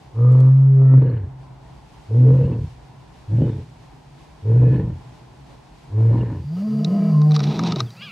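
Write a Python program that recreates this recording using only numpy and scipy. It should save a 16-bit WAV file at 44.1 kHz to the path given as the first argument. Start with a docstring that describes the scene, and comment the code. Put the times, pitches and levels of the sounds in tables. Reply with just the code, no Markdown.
"""Lions in dry scrub

A lion roars five times: a chest moan that breaks into a growl, shorter after the first, with rasp on top. Then
a resting lion moans and a second voice crosses it; both are buzzing folds through fixed resonances. Stalks
crackle in bursts of coloured noise as it gets up; a two-voiced bird squawks after a falling chirp. Scrub air
gives way to sand air with a cricket's tone; open ground returns a faint, late echo."""
import sys
import numpy as np
from scipy import signal
from scipy.fft import next_fast_len
from scipy.io import wavfile
from scipy.ndimage import uniform_filter1d

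SR = 44100
rng = np.random.default_rng(int(sys.argv[2]) if len(sys.argv) > 2 else 0)


def log_audio(samples):
    """Write samples as a 16-bit WAV file to the path given in sys.argv[1]."""
    # one column per channel
    frames = np.atleast_2d(samples).T
    # limit to full scale, then quantise
    limited = np.clip(frames, -1, 1)
    pcm = np.round(limited * 32767).astype(np.int16)
    wavfile.write(sys.argv[1], SR, pcm)


N = 357651
T = np.arange(N) / SR

# vocal tract resonances of both moans: (centre [Hz], width [Hz], level [dB])
MOAN_THROAT = [(290, 125, -0.5), (446, 32, 5.5), (638, 157, -5), (686, 11, -20), (1041, 67, -11),
               (1260, 98, -14.5), (1970, 340, -28.5), (2900, 320, -27.5)]
# both moaning voices turn hoarse from this moment, over this time
HOARSE_FROM_S, HOARSE_S = 7.33, 0.24


def amp(db):
    """Decibels to gain."""
    return 10 ** (np.asarray(db) / 20)


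def ramp(x):
    """Holds a value between 0 and 1."""
    return np.clip(x, 0, 1)


def bump(middle, half_length):
    """A smooth swell of height 1 around a moment."""
    return np.exp(-((T - middle) / half_length) ** 2)


def evened(x):
    """Scales to rms 1."""
    return x / np.sqrt(np.mean(x ** 2) + 1e-20)


def steadied(x, size=1500):
    """Holds the running rms near 1; size is in samples."""
    power = uniform_filter1d(uniform_filter1d(x ** 2, size), size)
    return x / np.sqrt(abs(power) + 1e-12)


def curves(rows):
    """Each column of a table as a curve over the whole time."""
    s, *columns = np.transpose(rows)
    return [np.interp(T, s, c) for c in columns]


def during(rows):
    """A soft gate, open from the first row to the last."""
    return ramp(np.minimum(T - rows[0][0], rows[-1][0] - T) / 0.0082)


def phase(hz):
    """Running phase in radians of a pitch curve."""
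    return 2 * np.pi * np.cumsum(hz) / SR


def read(points, hz):
    """Gain of a spectrum at the given frequencies, read along a logarithmic axis."""
    f, db = np.transpose(points)
    return amp(np.interp(np.log(hz + 1), np.log(f), db))


def colour(x, points):
    """Causal filter with the given spectrum, falling away beyond its ends."""
    size = next_fast_len(len(x) + 8192)
    hz = abs(np.fft.fftfreq(size, 1 / SR))
    top_fall = 1 + (hz / points[-1][0] / 1.3) ** 6
    bottom_fall = np.minimum(hz / points[0][0], 1) ** 2
    gain = read(points, hz) / top_fall * bottom_fall
    # minimum phase: no sound ahead of its cause
    response = np.exp(signal.hilbert(np.log(gain + 1e-5)).conj())
    return np.fft.ifft(np.fft.fft(x, size) * response).real[:len(x)]


def noise():
    """White noise."""
    return rng.standard_normal(N)


def wander(hz):
    """Smooth chance of rms 1, up to the given rate."""
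    coarse = T[::16]
    lowpass = signal.butter(2, hz, fs=1 / coarse[1], output="sos")
    slow = signal.sosfilt(lowpass, rng.standard_normal(len(coarse)))
    return np.interp(T, coarse, evened(slow))


def formants(modes, skirt=1.19):
    """The spectrum of a set of resonances with deep valleys between, as (Hz, dB) points."""
    hz = np.geomspace(modes[0][0] / 2, modes[-1][0] * 2, 300)
    gain = sum(amp(db) / (1 + ((hz - centre) / (0.49 * width)) ** 2) ** skirt
               for centre, width, db in modes)
    return np.column_stack([hz, 20 * np.log10(gain)])


def resonate(x, hz, width):
    """A resonance that follows the curve hz: shifted to zero, smoothed, shifted back."""
    turn = np.exp(1j * phase(hz))
    r = np.exp(-np.pi * width / SR)
    return 2 * (turn * signal.lfilter([1 - r], [1, -r], x / turn)).real


def ring(source, hz, db, width):
    """A steep resonance, fixed or moving: two passes, steadied, then set to a level."""
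    hz = hz * np.ones(N)
    twice = resonate(resonate(source, hz, width), hz, width)
    return amp(db) * steadied(twice)


def voiced(buzz, modes):
    """The buzz through a vocal tract, at rms near 1."""
    return steadied(colour(buzz, formants(modes)))


def wavering(buzz, modes, waver_db=6.5, waver_hz=16):
    """The buzz through a vocal tract whose neighbouring resonances swell and fade apart."""
    parts = (modes[::2], modes[1::2])
    return steadied(sum(colour(buzz, formants(part)) * amp(waver_db * wander(waver_hz)) for part in parts))


def folds(pitch, rough, jitter=0.06, shimmer=0.55, flap_depth=0.46, growl_share=0.46):
    """Heavy vocal folds: returns the chest tone and the buzz that drives the throat."""
    # the chest in a growl: (frequency [Hz], level [dB])
    growl_spectrum = [(25, -18), (45, -16.5), (62, -5.5), (95, -7), (130, 9), (170, -3), (230, -17),
                      (400, -41)]
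    turns = np.cumsum(pitch * (1 + jitter * rough ** 2 * wander(45))) / SR
    # when the voice breaks, loose tissue flaps slowly and lets the air out in bursts
    flap_hz = 36 * (1 + 0.32 * wander(30))
    flaps = np.cumsum(flap_hz) / SR
    bursts = 1 + 2 * flap_depth * rough ** 2 * np.exp(-(flaps % 1) / 0.1)
    flutter = amp(4.2 * rough ** 2 * wander(85)) * bursts
    puffs = noise() * (0.5 + np.exp(-(turns % 1) / 0.3))
    # each closure is a pulse; in a rough voice they differ in timing and strength
    slip = 0.16 * rough ** 2 * wander(70)
    closures = np.diff(np.floor(turns + slip), prepend=0) * (1 + rough * wander(130))
    airy = 0.7 * rough
    buzz = ((1 - airy) * evened(closures) + airy * evened(puffs)) * flutter
    # past a threshold the chest tone itself breaks up
    broken = ramp((rough - 0.46) / 0.4)
    share = ramp(growl_share * broken)
    tone = np.sqrt(2) * np.sin(2 * np.pi * turns) * (1 + shimmer * broken * wander(58))
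    growl = steadied(colour(puffs * flutter, growl_spectrum))
    chest = np.sqrt(1 - share) * tone + np.sqrt(share) * growl
    return steadied(chest, size=900), buzz


def air(spectrum, side=0.93):
    """A distant wash of coloured noise that drifts a little; its bass is nearly alike in both ears."""
    mid, apart = (evened(colour(noise(), spectrum)) for _ in range(2))
    apart = colour(apart, [(100, -16.5), (400, 2.0), (1000, -5.0), (5000, -1.0), (9000, -6), (16000, -12)])
    drift_db = 1.0 * wander(4.9)
    return (mid + side * np.array([apart, -apart])) * amp(drift_db)


def cricket():
    """A cricket's high tone, quivering in strength and slightly in pitch."""
    shimmer = 1 + 0.35 * wander(60)
    return amp(-58) * shimmer * np.sin(phase(4720 + 10 * wander(100)))


def ambience():
    """Air over the scrub gives way to air over the sand, where a cricket sings."""
    # still air over the scrub: (frequency [Hz], density [dB per Hz])
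    scrub_air = [(25, -20), (42, 4), (62, 5), (93, -10), (135, 5.5), (200, -9.5), (300, -10), (520, -17.5),
                 (810, -10.5), (1040, -13), (1180, -23), (2000, -29), (3500, -43)]
    # faint hiss over the scrub: (frequency [Hz], density [dB per Hz])
    scrub_hiss = [(1200, -1.5), (2500, -1), (4500, -4.5), (8500, -13), (11500, -19.5), (15000, -31)]
    # still air over the sand: (frequency [Hz], density [dB per Hz])
    sand_air = [(50, -24), (140, 19), (300, -3.5), (1000, -5), (1600, -10.5), (3600, -16.5), (4600, -12),
                (5600, -15.5), (8000, -24), (15000, -27.5)]
    # the hiss dips briefly: (middle [s], half length [s], change [dB])
    hiss_dip = (1.0, .55, -7.5)
    dip_s, dip_half, dip_db = hiss_dip
    hiss_db = -60.5 + dip_db * bump(dip_s, dip_half)
    scrub = amp(-46) * air(scrub_air) + amp(hiss_db) * air(scrub_hiss)
    sand = amp(-44) * air(sand_air, side=0.023) + cricket()
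    scrub_end_s, scrub_fade_s, scrub_left_db = 6.88, 0.62, -38.5
    sand_start_s, sand_fade_s = 6.28, 0.41
    scrub_gain = np.maximum(ramp((scrub_end_s - T) / scrub_fade_s), amp(scrub_left_db))
    return scrub * scrub_gain + sand * ramp((T - sand_start_s) / sand_fade_s)


def open_ground_echo(x, t60_s=1.0, build_s=0.7, echo_db=-41):
    """Slopes and bushes scatter the low notes back, late and faint: noise taps that build, then decay."""
    t = T[:2 * SR]
    taps = rng.standard_normal(len(t)) * amp(-60 * t / t60_s) * np.minimum(t / build_s, 1)
    scattered = signal.fftconvolve(x, taps / np.linalg.norm(taps))[:N]
    return amp(echo_db) * colour(scattered, [(50, 4.5), (130, 16.5), (500, 9), (2500, -10.5)])


def chirp():
    """A short falling whistle: one sine along a pitch curve."""
    # (time [s], pitch [Hz], level [dB])
    chirp_rows = [(7.855, 3760, -50), (7.864, 3600, -54), (7.88, 3300, -53), (7.905, 3060, -60)]
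    hz, level = curves(chirp_rows)
    return amp(level) * np.sin(phase(hz)) * during(chirp_rows)


def squawk():
    """The two sides of a syrinx sing at once, unsteadily, and mix into sum tones in a hoarse haze."""
    # (time [s], upper voice [Hz], lower voice [Hz], upper level [dB], lower level [dB])
    squawk_rows = [(7.95, 1130, 870, -62, -76), (7.98, 1313, 935, -47, -76), (8.005, 1415, 986, -45.5, -55),
                   (8.025, 1655, 1180, -40, -38.5), (8.05, 1676, 1243, -39, -48),
                   (8.07, 1554, 1210, -46, -39.5), (8.085, 1460, 1120, -45, -43),
                   (8.11, 1290, 1030, -41, -55)]
    upper_hz, lower_hz, upper_db, lower_db = curves(squawk_rows)
    upper, lower = (phase(hz * (1 + 0.014 * wander(300))) for hz in (upper_hz, lower_hz))
    both_db = (upper_db + lower_db) / 2
    own = sum(amp(db) * (0.44 * np.sin(p) + np.sin(2 * p) + 0.33 * np.sin(3 * p))
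              for p, db in ((upper, upper_db), (lower, lower_db)))
    sum_tones = np.sin(upper + lower) + 0.3 * np.sin(upper + 2 * lower)
    mixed = amp(both_db + 3 * wander(60)) * sum_tones
    haze = ring(noise(), upper_hz + lower_hz, both_db - 10, width=1100)
    return (own + mixed + haze) * (T > squawk_rows[0][0])


def snap(s, db, spectrum, decay, rise=0.0019):
    """A stalk snaps: one sharp burst of coloured noise with a weak tail."""
    t = np.arange(-1024, 2048) / SR
    # the burst peaks 2 ms after the given time
    burst_shape = np.exp(np.minimum((t - 0.002) / rise, (0.002 - t) / decay))
    tail = 0.12 * np.exp(-abs(t) / 0.007) * (t > 0)
    burst = colour(rng.standard_normal(len(t)) * (burst_shape + tail), spectrum)
    burst /= np.sqrt(uniform_filter1d(burst ** 2, 128).max())
    return amp(db) * np.pad(burst, (round((s + t[0]) * SR), N))[:N]


def dry_grass():
    """Stalks scrape past each other and snap, over a fine crackle of many small ones."""
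    # stalks snapping: (time [s], base level [dB], woody knock against the base [dB])
    snap_rows = [(6.8449, -27, -19), (7.215, -44, 4), (7.308, -41, 2.5), (7.3166, -34.5, -3),
                 (7.3615, -26.5, -1), (7.391, -33, -2), (7.402, -34.5, 4), (7.438, -36, -3),
                 (7.591, -31.5, 7), (7.635, -34.5, 3), (7.7202, -27.5, 0.5), (7.7581, -30.5, -4),
                 (7.768, -44, 6), (7.8023, -22, 0.5), (7.903, -46, -16)]
    # spectrum of the sharp crack: (frequency [Hz], level [dB])
    crack_spectrum = [(1200, -33), (2400, -8), (3100, -10.5), (3900, 8), (4700, -1.5), (5500, 1),
                      (7000, -17), (9000, -27.5), (15000, -59)]
    # spectrum of the woody knock: (frequency [Hz], level [dB])
    knock_spectrum = [(300, -15), (700, -3), (950, -0.5), (1250, 7.5), (1700, -12), (2400, -8), (4000, -51)]
    # faint, bright ticks: (time [s], level [dB])
    tick_rows = [(0.322, -55), (.402, -51.5)]
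    # grass crushed under the body: (time [s], level [dB])
    rustle_rows = [(7.3, -67), (7.345, -39), (7.38, -50), (7.42, -42), (7.46, -37), (7.552, -37),
                   (7.62, -43), (7.66, -31.5), (7.715, -35.5), (7.745, -50.5), (7.8, -34.5), (7.84, -59)]
    # spectrum of the crushed grass: (frequency [Hz], level [dB])
    grass_spectrum = [(400, -16), (750, 12.5), (1250, -0.5), (1700, -7.5), (2500, -0.5), (3100, -7),
                      (3900, 4), (4700, -8.5), (5500, -5.5), (7000, -20.5), (9000, -33), (15000, -67.5)]
    # stalks scraping past each other: (middle [s], half length [s], level [dB])
    swish_rows = [(7.352, 0.0089, -33.5), (7.438, 0.0068, -32.5), (7.673, 0.012, -37), (7.72, 0.012, -43),
                  (7.8, 0.0086, -37)]
    # spectrum of the scraping: (frequency [Hz], level [dB])
    scrape_spectrum = [(1500, -3), (3000, -6.5), (3900, 4), (4700, 0.5), (5700, -1), (7000, -20),
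                       (10000, -27.5), (15000, -38)]
    # the crack sits 2 dB above the base level
    cracks = sum(snap(s, db + 2, crack_spectrum, 0.002, rise=0.0006) for s, db, _ in snap_rows)
    knocks = sum(snap(s, db + knock, knock_spectrum, 0.0033, rise=0.0006) for s, db, knock in snap_rows)
    tick_spectrum = [(3500, 1.5), (5500, -8), (8000, 1.0), (13000, -19)]
    ticks = sum(snap(s, db, tick_spectrum, 0.003) for s, db in tick_rows)
    # single-sample grains of random sign and size, 3500 a second in the rustle, 5000 in the scrapes
    sizes_db = 3.5 * np.minimum(rng.exponential(1, N), 3.5) - 0.2 * wander(45)
    sizes = np.sign(noise()) * amp(sizes_db)
    grains = sizes * (rng.random(N) < 3500 / SR)
    rustle = evened(colour(grains, grass_spectrum)) * amp(curves(rustle_rows)[0]) * during(rustle_rows)
    scrapes = evened(colour(sizes * (rng.random(N) < 5000 / SR), scrape_spectrum))
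    swishes = scrapes * sum(amp(db) * bump(s, half) for s, half, db in swish_rows)
    return cracks + knocks + ticks + rustle + swishes


def companion():
    """A second moan that crosses the first in pitch, beats with it and turns hoarse too."""
    # (time [s], pitch [Hz], chest tone [dB])
    answer_rows = [(6.66, 126.9, -43), (6.738, 142.7, -25.5), (6.852, 154.5, -21.5), (6.942, 200.1, -17.5),
                   (7.07, 201.6, -19), (7.29, 210.7, -37.5), (7.43, 200.2, -26.5), (7.62, 214, -26.5),
                   (7.8, 161.4, -32.5)]
    pitch, level = curves(answer_rows)
    rough_start, rough_end = 0.48, 0.7
    rough = ramp(rough_start + (rough_end - rough_start) * ramp((T - HOARSE_FROM_S) / HOARSE_S))
    chest, buzz = folds(pitch, rough, jitter=0.15, growl_share=0.043)
    throat = amp(-17) * voiced(buzz, MOAN_THROAT)
    return amp(level) * (chest + throat) * during(answer_rows)


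def resting_lion():
    """A higher, arching moan: its throat swells slowly and its folds grow hoarse until it growls."""
    # (time [s], pitch [Hz], chest tone [dB])
    moan_rows = [(6.44, 130.1, -27.5), (6.65, 213.6, -22), (6.792, 215.9, -21), (6.949, 170.5, -29.5),
                 (7.1, 161.1, -17.5), (7.166, 150.2, -11.5), (7.331, 152.1, -12), (7.44, 141.9, -21.5),
                 (7.49, 150.5, -14.5), (7.539, 152.2, -30), (7.609, 171.1, -20.5), (7.711, 173.9, -21),
                 (7.77, 138, -27), (7.835, 119.7, -21), (7.924, 116.7, -44)]
    # resonances that ring out briefly: (middle [s], half length [s], centre [Hz], level against throat [dB])
    moan_rings = [(6.903, 0.041, 465, 1), (6.96, 0.14, 670, 8), (7.0, 0.092, 349, 2), (7.02, .1, 1285, -9),
                  (7.018, 0.066, 1650, -16), (7.027, .08, 2320, -15.5), (7.197, 0.086, 1041, 0),
                  (7.258, .06, 426, -6), (7.311, 0.086, 758, -2), (7.65, 0.076, 940, 1)]
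    # strained and rough while it is high: (middle [s], half length [s], added roughness [0-1])
    strain_row = (6.92, 0.18, 0.24)
    strain_s, strain_half, strain = strain_row
    pitch, chest_db = curves(moan_rows)
    t, left = T - moan_rows[0][0], moan_rows[-1][0] - T
    hoarse = ramp((T - HOARSE_FROM_S) / HOARSE_S)
    rough_start, rough_hoarse = 0.24, 0.76
    rough = rough_start + (rough_hoarse - rough_start) * hoarse + strain * bump(strain_s, strain_half)
    chest, buzz = folds(pitch, ramp(rough), jitter=0.08, flap_depth=0.78, growl_share=0.26)
    rings = sum(bump(s, half) * ring(buzz, hz, db, width=40) for s, half, hz, db in moan_rings)
    # the throat starts at -44.5 dB and gains 11 dB a second, less once hoarse
    throat_db = -44.5 + 11 * t - 5.5 * hoarse
    throat = steadied(wavering(buzz, MOAN_THROAT) + rings) * amp(throat_db)
    throat = throat + hoarse * ring(buzz, 345, -35, width=117)
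    attack_s, release_s = 0.18, 0.15
    throat = throat * ramp(t / attack_s) * ramp(left / release_s) ** 2
    return amp(chest_db) * chest * during(moan_rows) + throat


def roar_pharynx(buzz):
    """The buzz through the moving resonance of the pharynx, at once tuned and levelled by its curve."""
    # one curve a roar: (time [s], centre [Hz], level before a 1 dB cut [dB])
    pharynx_rows = [
        [(0.14, 455, -49), (0.206, 476, -29.5), (0.416, 459, -36.5), (0.56, 405, -50.5), (0.818, 407, -28),
         (0.926, 449, -45), (1.04, 450, -30), (1.262, 411, -49.5), (1.27, 418, -43.5)],
        [(2.07, 446, -65), (2.102, 442, -40.5), (2.134, 448, -31), (2.222, 460, -39), (2.276, 431, -22),
         (2.388, 524, -30.5), (2.414, 468, -27), (2.598, 453, -40.5), (2.68, 423, -55.5)],
        [(3.27, 407, -65), (3.324, 394, -48), (3.362, 402, -49), (3.388, 448, -41.5), (3.418, 424, -32),
         (3.492, 434, -34.5), (3.556, 422, -46), (3.59, 427, -41.5), (3.65, 416, -46.5)],
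        [(4.41, 444, -58), (4.428, 425, -49.5), (4.484, 440, -27.5), (4.598, 450, -33.5), (4.66, 468, -26),
         (4.77, 428, -37), (4.796, 453, -28.5), (4.976, 400, -66.5), (5.0, 406.5, -57)],
        [(5.9, 449, -51), (5.942, 418, -43.5), (5.976, 429, -34), (6.13, 491.7, -32), (6.16, 448, -42),
         (6.228, 446, -33), (6.308, 416, -47.5), (6.366, 412, -42.5), (6.45, 420, -59)],
    ]
    hz, db = curves([row for roar in pharynx_rows for row in roar])
    return ring(buzz, hz, db - 1, width=56)


def roar_throat(buzz, rough, calm, early, sunk, mouth_hz, mouth_db):
    """Smooth and growling tract shapes mixed by roughness, with low, mouth and bright resonances."""
    # tract in a smooth roar: (centre [Hz], width [Hz], level [dB])
    smooth_throat = [(217, 280, 3), (337, 240, -8.5), (526, 64, -11.5), (670, 15, -10), (970, 130, -11.5)]
    # tract in a growl: (centre [Hz], width [Hz], level [dB])
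    growl_throat = [(213, 130, -1.5), (316, 65, 3.5), (564, 140, -14.5), (930, 150, -22.5)]
    # upper resonances that come out as the larynx sinks: (centre [Hz], level [dB])
    bright_rings = [(1320, -24.5), (1900, -30)]
    smooth = wavering(buzz, smooth_throat, waver_db=2.5)
    throat = steadied((1 - rough) * smooth + rough * voiced(buzz, growl_throat))
    # the calm tone lifts the mouth resonance; the sunk larynx weakens it and brings out the low one
    mouth = ring(buzz, mouth_hz * (1 + 0.069 * calm), mouth_db - 4 * sunk, width=190)
    # the low resonance fills out towards the break
    low = ring(buzz, 243.5, -7 + 7 * sunk, width=48) * np.maximum(1 - early, sunk)
    bright = sum(ring(buzz, hz, db, width=220) for hz, db in bright_rings) * sunk
    return throat + low + mouth + bright


def roar_rasp(rush, broken, pulses, ring_hz):
    """Upper resonances excited by buzz and breath; in a growl they pulse and narrow ones flicker."""
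    # broad rasp resonances: (centre [Hz], width [Hz], level [dB])
    rasp_modes = [(1490, 190, 4.5), (1720, 380, 5.5), (2180, 860, -3), (2830, 1100, -13), (3820, 160, -12),
                  (4230, 350, -12.5), (6000, 1100, -33)]
    # narrow resonances in every growl: (centre [Hz], level [dB])
    rasp_rings = [(2820, -13), (4270, -17)]
    flicker_hz, flicker_db = 28, 5.5
    rings = sum(ring(rush, hz, db + flicker_db * wander(flicker_hz), width=140)
                for hz, db in [(ring_hz, -6.5), *rasp_rings])
    return (voiced(rush, rasp_modes) + broken * rings) * amp(2 * broken * pulses)


def roaring_lion():
    """Each roar swells on a rising, nearly pure chest tone, pushes, breaks into a raspy growl and sags."""
    # one row a roar: (start [s], attack [s], hold until the voice breaks [s], growl [s],
    # first pitch [Hz], top pitch [Hz], chest [dB], throat [dB], throat before the push [dB], rasp [dB],
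    # roughness before the break [0-1], depth of the growl [0-1], last push [dB],
    # mouth [Hz], mouth [dB], mouth swell [dB/s], rasp ring [Hz], rasp length [s])
    roar_rows = [ (0.125, 0.092, 0.86, 0.31, 103.4, 131.3, -9, -33, -1.5, -56.5, 0.25, 0.06, 4, 1195, -14, -6.5, 1673, 0.2),
                 (2.067, 0.099, 0.26, 0.37, 95.05, 133.8, -8.5, -28, -5, -58.5, 0.44, 0.27, 0.5, 947, -14.5, 1, 2650, 0.22),
                 (3.262, 0.061, 0.17, 0.22, 89.56, 130.4, -14, -30, -5.5, -58.5, 0.63, 0.5, -2.5, 900, -20.5, 14.5, 3590, 0.091),
                 (4.411, 0.083, .3, .29, 89.04, 128.4, -11, -31.5, 0, -55.5, 0.5, 0.5, -1.5, 976, -19.5, 7.5, 1780, 0.093),
                 (5.889, 0.087, 0.23, 0.35, 95.57, 118.3, -12, -31.5, -2, -56, 0.33, 0.44, 1, 942, -13, 4.5, 1746, 0.21)]
    # hard gusts of air that burst through the growl: (time [s], level [dB])
    gust_rows = [(1.073, 3), (1.118, 3.5), (2.368, 0), (2.414, 4), (3.423, 3.5), (3.469, 3.5), (3.496, 2.5),
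                 (4.636, 2), (4.741, 4), (4.904, 5), (6.186, 1.5)]
    # swells as mouth and throat change shape: (middle [s], half length [s], centre [Hz], level [dB])
    roar_rings = [(.27, 0.048, 1220, -44), (0.38, 0.096, 640, -43.5), (0.76, 0.1, 935, -56.5),
                  (.9, .06, 1840, -58.5), (2.23, 0.075, 255, -28.5), (4.73, .06, 283, -31.5),
                  (3.448, 0.049, 3000, -60.5), (4.718, .09, 1730, -55), (4.7, 0.11, 2500, -59.5),
                  (0.91, 0.065, 1320, -50)]
    rows = np.array(roar_rows)
    current = np.maximum(np.searchsorted(rows[:, 0], T) - 1, 0)
    (start, attack, hold, growl, first_hz, top_hz, chest_db, throat_db, early_db, rasp_db,
     first_rough, depth, push_db, mouth_hz, mouth_db, mouth_slope, rasp_hz, rasp_s) = rows[current].T

    # the phases of a roar, each between 0 and 1
    t = np.maximum(T - start, 0)
    after_break = t - hold
    left = hold + growl - t
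    # a roar held long settles into a softer, clean tone, and stirs again before it breaks
    settle_after_s, settle_s, stir_s = 0.32, 0.14, 0.29
    calm = ramp((t - settle_after_s) / settle_s) * ramp(-after_break / stir_s)
    # throat and rasp are held back a little until just before the break
    early = ramp(-after_break / 0.15)
    # the chest level shifts in a last push, which takes longer in a long roar
    push = np.exp(-((-after_break - 0.014) / (0.031 * np.sqrt(hold))) ** 2)
    break_s = 0.1
    broken = ramp(after_break / break_s + 0.5)
    spent = ramp(after_break / growl)
    # in a long hold the larynx sinks
    sink_after_s, sink_s = 0.71, 0.13
    sunk = ramp((t - sink_after_s) / sink_s) * (1 - ramp(after_break / break_s))

    # pitch climbs as the pressure builds, sits higher when calm and sags as the air runs out
    climb_s, sag_s, sag_share = 0.1, 0.22, 0.39
    climb_hz = top_hz + (first_hz - top_hz) * np.exp(-t / climb_s)
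    pitch = climb_hz * (1 - sag_share * ramp(1 - left / sag_s)) * (1 + 0.027 * calm)
    rough_growl, rough_calm = 0.78, 0.081
    rough = first_rough + (rough_growl - first_rough) * broken + (rough_calm - first_rough) * np.sqrt(calm)
    rough = ramp(rough)
    chest, buzz = folds(pitch, rough, shimmer=0.81 * np.sqrt(ramp(depth)), growl_share=depth)
    # a second oscillator joins the folds unless the tone is calm
    second = np.sin(phase(49 * (1 + 0.15 * rough * wander(25))))
    buzz = buzz * (1 + 0.55 * (1 - calm) * (1 - broken / 2) * second)

    pharynx = roar_pharynx(buzz)
    throat = roar_throat(buzz, rough, calm, early, sunk, mouth_hz, mouth_db + mouth_slope * t)
    pulses = np.sin(phase(26.82 * (1 + 0.359 * wander(20))))
    rush = steadied(buzz, size=200) + (1 - calm) * noise()
    rasp = roar_rasp(rush, broken, pulses, rasp_hz)

    # the pulses shake the voice, and as the air runs out it falls apart into them
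    spent_pulse_db = 3.5 * spent
    shake_db = (1 * broken + spent_pulse_db) * pulses - spent_pulse_db / 2
    chest_db = chest_db + push_db * push - 1.5 * calm - 3 * broken - 16 * spent + shake_db
    # the overtones waver in strength
    waver_db = 2.5 * wander(8.9)
    throat_db = throat_db - 6.5 * calm + early_db * early - 20.5 * spent ** 2 + waver_db + shake_db / 2
    rasp_fade = ramp((after_break - rasp_s) / 0.053)
    rasp_db = rasp_db - 7 * calm - 0.5 * early - 13 * rasp_fade
    # the throat swells sooner than the chest
    chest_swell, throat_swell = (1 - np.exp(-(t / s) ** 2) for s in (attack, 0.67 * attack))
    gust_db = sum(db * bump(s, 0.0069) for s, db in gust_rows)
    swells = sum(bump(s, half) * ring(rush, hz, db, width=71) for s, half, hz, db in roar_rings)
    tract = chest_swell * rasp * amp(rasp_db) + throat_swell * throat * amp(throat_db)
    tract = tract + ramp(t / 0.039) * pharynx + swells
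    chest = chest_swell * chest * amp(chest_db + 0.94 * gust_db)
    # the folds close
    return (chest + tract * amp(gust_db)) * ramp(left / 0.045)


def scene():
    """All the animals are straight ahead in wide air; the resting pair has no deep bass."""
    thin = signal.butter(3, 105, "high", fs=SR, output="sos")
    pair = signal.sosfilt(thin, resting_lion() + companion())
    lions = roaring_lion() + pair
    direct = lions + dry_grass() + squawk() + chirp()
    return direct + open_ground_echo(lions) + ambience()


def record(dry, low_cut_hz=44, band_limit_hz=15800):
    """The microphone's low cut, then the band limit."""
    dry = signal.sosfilt(signal.butter(3, low_cut_hz, "high", fs=SR, output="sos"), dry)
    lowpass = signal.firwin(511, band_limit_hz, window=("kaiser", 9), fs=SR)
    return signal.oaconvolve(dry, lowpass[None], "same")


dry = scene()
out = record(dry)
log_audio(out)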